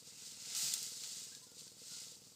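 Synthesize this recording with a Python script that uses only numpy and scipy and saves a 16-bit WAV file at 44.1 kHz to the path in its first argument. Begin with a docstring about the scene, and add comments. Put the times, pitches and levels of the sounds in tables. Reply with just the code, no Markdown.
"""Dry leaves rustle and crunch a few metres away, with sharp snaps and one dull thump.
Two large lizards are wrestling under trees: their bodies drag over the leaves and crush them,
twigs break and one body lands on the soil. Far off, a one-cylinder engine chugs, puffing
twenty times a second, and a few faint whistles, probably birds, pass over a soft outdoor hush."""
import sys
import numpy as np
from scipy import signal
from scipy.fft import rfft, irfft
from scipy.io import wavfile
from scipy.ndimage import uniform_filter1d

SR = 44100
rng = np.random.default_rng(int(sys.argv[2]) if len(sys.argv) > 2 else 0)


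def to_wav(s):
    """Save 16-bit WAV."""
    ch = np.atleast_2d(s).T  # columns
    pcm = np.round(np.clip(ch, -1, 1) * 32767)  # PCM
    wavfile.write(sys.argv[1], SR, pcm.astype(np.int16))


N = 103635
TIME = np.arange(N) / SR

# the bright tone of brittle leaves and twigs breaking: f/Hz, level/dB
BREAK_SPECTRUM = [(100, -80), (500, -32), (1000, -25), (2000, -17), (3000, -10), (4000, -3), (4800, 1),
                  (5900, -2), (7400, 1), (8600, -2), (10300, -11), (12000, -11), (14500, -10), (15500, -16)]


def amp(db):
    """Turns decibels into a gain to multiply by."""
    return 10 ** (np.asarray(db) / 20)


def unit(x):
    """Scales a signal to an average power of 1."""
    return x / np.sqrt(np.mean(x ** 2) + 1e-20)


def add(mix, start_s, sound):
    """Mixes a sound in at the given time."""
    part = mix[max(round(start_s * SR), 0):][:len(sound)]
    part += sound[:len(part)]


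def colour(x, spectrum, tilt_db=0, treble_hz=4500, size=4096):
    """Gives x a spectrum's shape, not its overall level, plus tilt_db per octave above treble_hz."""
    octaves = np.log2(np.fft.rfftfreq(size, 1 / SR) + 1)
    hz, db = np.transpose(spectrum)
    curve_db = np.maximum(np.interp(octaves, np.log2(hz), db), -90)
    curve_db += tilt_db * np.maximum(octaves - np.log2(treble_hz), 0)
    # build the filter so that it rings only after a click, never before
    cepstrum = irfft(np.log(amp(curve_db)))
    cepstrum[1:size // 2] *= 2
    cepstrum[size // 2 + 1:] = 0
    taps = irfft(np.exp(rfft(cepstrum)))
    return signal.fftconvolve(x, taps / np.linalg.norm(taps))[:len(x)]


def echoes(x, fade_s, size=12000):
    """Trunks and ground return a blur of echoes that falls 60 dB in fade_s."""
    t = np.arange(size) / SR
    taps = rng.standard_normal(size) * amp(-60 * t / fade_s) * (t > .002)
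    return signal.fftconvolve(x, taps / np.linalg.norm(taps))[:len(x)]


def clicks(per_s, spread_db):
    """Tiny impacts at random times: many small, a few large."""
    strength = amp(spread_db * np.minimum(rng.exponential(1, N), 5))
    return unit(strength * rng.choice([-1, 1], N) * (rng.random(N) < per_s / SR))


def outdoor_air():
    """A soft, steady hush lies under everything."""
    # the tone of the hush: f/Hz, level/dB
    air_spectrum = [(20, -24), (50, -19), (90, -5), (150, 5), (300, -5), (470, -6.5), (700, -10),
                    (1200, -13.5), (2500, -18.5), (8000, -17), (15000, -14.5)]
    return amp(-69.5) * colour(rng.standard_normal(N), air_spectrum)


def leaf_rustle():
    """Scales slide over leaves in clumps of ticks; harder pushes add more crackle of breaking leaves."""
    # how hard the bodies drag, in five stretches joined into one curve: t/s, level/dB
    drag_stretches = [
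        [(0.0, -57), (0.026, -63), (0.074, -55.5), (0.124, -59.5), (0.27, -52), (0.374, -56), (0.544, -45.5),
         (0.548, -45)],
        [(0.566, -41.5), (0.576, -42.5), (0.674, -40), (0.734, -44)],
        [(0.77, -46.5), (0.848, -46.5), (0.916, -50), (1.004, -50), (1.01, -48), (1.202, -50), (1.34, -56.5)],
        [(1.37, -56.5), (1.418, -61), (1.436, -57), (1.45, -61.5), (1.54, -62), (1.588, -54), (1.672, -58.5),
         (1.76, -62.5)],
        [(1.78, -61.5), (1.796, -57.5), (1.956, -50.5), (2.12, -56), (2.186, -61), (2.19, -64), (2.314, -61.5),
         (2.34, -64.5)],
    ]
    # the tone of dry leaves sliding: f/Hz, level/dB
    slide_spectrum = [(290, -43.5), (700, -33.5), (1400, -19.5), (2200, -20), (2700, -14.5), (3500, -6.5),
                      (4100, -1.5), (4900, 1), (5900, -1.5), (7300, 1), (8300, -2.5), (10100, -15),
                      (12000, -20), (14000, -21), (15500, -22)]
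    drag_db = np.interp(TIME, *np.concatenate(drag_stretches).T)
    clump_samples = int(0.0046 * SR)
    flutter = uniform_filter1d(rng.standard_normal(N), clump_samples)
    clumps = amp(0.81 * unit(uniform_filter1d(flutter, clump_samples)))
    slide = clicks(per_s=14000, spread_db=2) * clumps * amp(drag_db + 0.75)
    hard_push_db, growth = -42, 1.134  # breaking grows faster than sliding
    break_db = hard_push_db - 6 + growth * (drag_db - hard_push_db)
    crackle = clicks(per_s=1500, spread_db=2.8) * clumps * amp(break_db)
    return colour(slide, slide_spectrum) + colour(crackle, BREAK_SPECTRUM)


def belly_rasp():
    """Heavy bellies grate over packed leaves and soil, making a duller rasp."""
    # how the grating swells and fades: t/s, level/dB
    rasp_levels = [(0.0, -79), (0.07, -70), (0.17, -70), (0.18, -66), (0.35, -67.5), (0.62, -52.5),
                   (0.99, -68.5), (1.04, -60.5), (1.51, -79.5), (1.61, -73.5), (1.72, -79), (1.98, -63.5),
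                   (2.15, -74), (2.35, -81)]
    # the tone of the grating: f/Hz, level/dB
    rasp_spectrum = [(200, -30.5), (500, -17), (750, -8.5), (1050, -16), (1450, -4.5), (1750, -13.5),
                     (2050, -1), (2350, -6), (2750, 1.5), (3300, -6), (4500, -18), (8000, -39.5)]
    level_db = np.interp(TIME, *np.transpose(rasp_levels)) - 1.5
    return colour(clicks(per_s=5000, spread_db=2.5) * amp(level_db), rasp_spectrum)


def far_engine():
    """Each firing makes a puff, a rush of gas and a ring in the exhaust; the land adds echoes."""
    # the tone of one exhaust puff: f/Hz, level/dB
    puff_spectrum = [(25, -42), (50, -15), (75, -5.5), (115, 2), (160, -1.5), (230, 2), (340, -8),
                     (410, -8.5), (470, -0.5), (530, -17.5), (640, -33.5), (880, -14.5), (1300, -32),
                     (2500, -25)]
    # the tone of the gas rushing behind it: f/Hz, level/dB
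    gas_spectrum = [(60, -31), (200, -7.5), (340, 1), (520, 10), (700, -3), (900, 1.5), (1300, -5.5),
                    (3000, -44.5)]
    # the notes the exhaust rings at: f/Hz, level/dB, time to fall 60 dB/s
    exhaust_notes = [(165, -77, .15), (468, -74, .085)]
    first_s, firing_hz, slowing_hz_per_s, gas_fade_s = .0242, 20.152, .092, 0.0072
    kicks, gas_flow, rings = np.zeros((3, N))
    t = np.arange(6000) / SR
    cycles = firing_hz * (TIME - first_s) - slowing_hz_per_s * TIME ** 2 / 2
    firing_times = TIME[1:][np.diff(np.floor(cycles)) > 0]
    for start_s in firing_times:
        force = amp(1.07 * rng.standard_normal())  # each firing differs by about 1 dB
        add(kicks, start_s, np.array([-force]))
        add(gas_flow, start_s, force * np.exp(-t / gas_fade_s))
        for hz, db, fade_s in exhaust_notes:
            ring_db = db + rng.standard_normal() - 60 * t / fade_s
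            add(rings, start_s, -amp(ring_db) * np.sin(2 * np.pi * hz * t))
    puffs = amp(-38) * colour(kicks, puff_spectrum)
    gas = amp(-68.5) * colour(gas_flow * rng.standard_normal(N), gas_spectrum)
    chug = puffs + gas + rings
    return chug + amp(-10) * echoes(chug, fade_s=0.2)


def twig_snaps():
    """Fibres tear in a fast burst, then the shaken leaves settle."""
    # twigs and stiff leaves snapping: t/s, level/dB, treble tilt/dB per octave, tearing time/s
    snaps = [(0.4615, -44, -4, 0.0018), (0.5505, -26, -4, 0.0013), (0.7386, -18, 1, 0.00093),
             (0.7416, -38, 7, .0015), (0.829, -27, 7, .0004), (1.0079, -45, 0, 0.0017),
             (1.0367, -28, -12, 0.0005), (1.2463, -40, 3, 0.00056), (1.3497, -37, -4.5, 0.0013),
             (1.436, -50, -7, 0.00059), (1.5895, -48, -5, 0.0011), (1.602, -44, 4, .0007),
             (1.6085, -39, -3, .0008), (1.6785, -42.5, -8, 0.0016), (2.022, -43, -1, .0007),
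             (2.1107, -51, -2, .003)]
    settle_db, settle_s = -14, .013
    out, t = np.zeros(N), np.arange(4000) / SR
    for start_s, db, tilt_db, tear_s in snaps:
        shape = np.exp(-t / tear_s) + amp(settle_db) * np.exp(-t / settle_s)
        burst = shape * rng.choice([-1, 1], len(t))
        add(out, start_s, .5 * amp(db) * colour(burst, BREAK_SPECTRUM, tilt_db))
    return out


def leaf_crush(start_s=.562, fade_s=0.19):
    """A lunge crushes a whole patch of leaves at once, in a bright, dense crunch."""
    shape = (TIME > start_s) * np.exp(-np.maximum(TIME - start_s, 0) / fade_s)
    crunch = clicks(per_s=6000, spread_db=2.8) * shape
    return amp(-43.5) * colour(crunch, BREAK_SPECTRUM, tilt_db=5)


def body_thump(start_s=.617, rise_s=0.0081, fade_s=0.06):
    """A heavy body lands on soft soil with a short, low thud."""
    # the tone of the thud: f/Hz, level/dB
    thump_spectrum = [(30, -43), (70, -10), (100, -9), (170, -3), (260, -14), (600, -29), (2000, -58)]
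    t = np.maximum(TIME - start_s, 0)
    shape = np.minimum(t / rise_s, 1) * np.exp(-t / fade_s)
    return amp(-56) * shape * colour(rng.standard_normal(N), thump_spectrum)


def far_whistles():
    """Thin, gliding tones are blurred by the trees, so their echo is louder than they are."""
    # whistles, probably birds: t/s, length/s, start f/Hz, end f/Hz, level/dB
    calls = [(1.23, 0.18, 1760, 1710, -77), (1.31, 0.042, 1580, 1636, -64), (1.399, 0.055, 1036, 1020, -72),
             (1.401, 0.15, 1453, 1362, -73), (1.663, 0.021, 1630, 1480, -75),
             (1.893, 0.038, 1468, 1410, -61)]
    out = np.zeros(N)
    for start_s, length_s, start_hz, end_hz, db in calls:
        progress = np.linspace(0, 1, int(length_s * SR))
        waver = unit(uniform_filter1d(rng.standard_normal(N), size=200))[:len(progress)]
        hz = (start_hz + (end_hz - start_hz) * progress) * (1 + .02 * waver)
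        tone = np.sin(2 * np.pi * np.cumsum(hz) / SR)
        add(out, start_s, amp(db) * np.sin(np.pi * progress) * tone)
    return amp(-9) * out + echoes(out, fade_s=.25)


def scene():
    """The lizards wrestle among trees over the far background, the same in both ears."""
    litter = leaf_rustle() + leaf_crush() + belly_rasp() + twig_snaps()
    echo_gain = amp(-10)
    near = litter + echo_gain * echoes(litter, fade_s=0.023)
    near /= np.hypot(1, echo_gain)  # keep the power as it was without echoes
    mix = near + outdoor_air() + body_thump() + far_engine() + far_whistles()
    return np.tile(mix, (2, 1))


def record(dry):
    """The recorder cuts off the very highest treble."""
    cutoff_hz = 15550
    low_pass = signal.firwin(511, cutoff_hz, window=("kaiser", 9), fs=SR)
    return signal.oaconvolve(dry, low_pass[None], "same")


dry = scene()
out = record(dry)
to_wav(out)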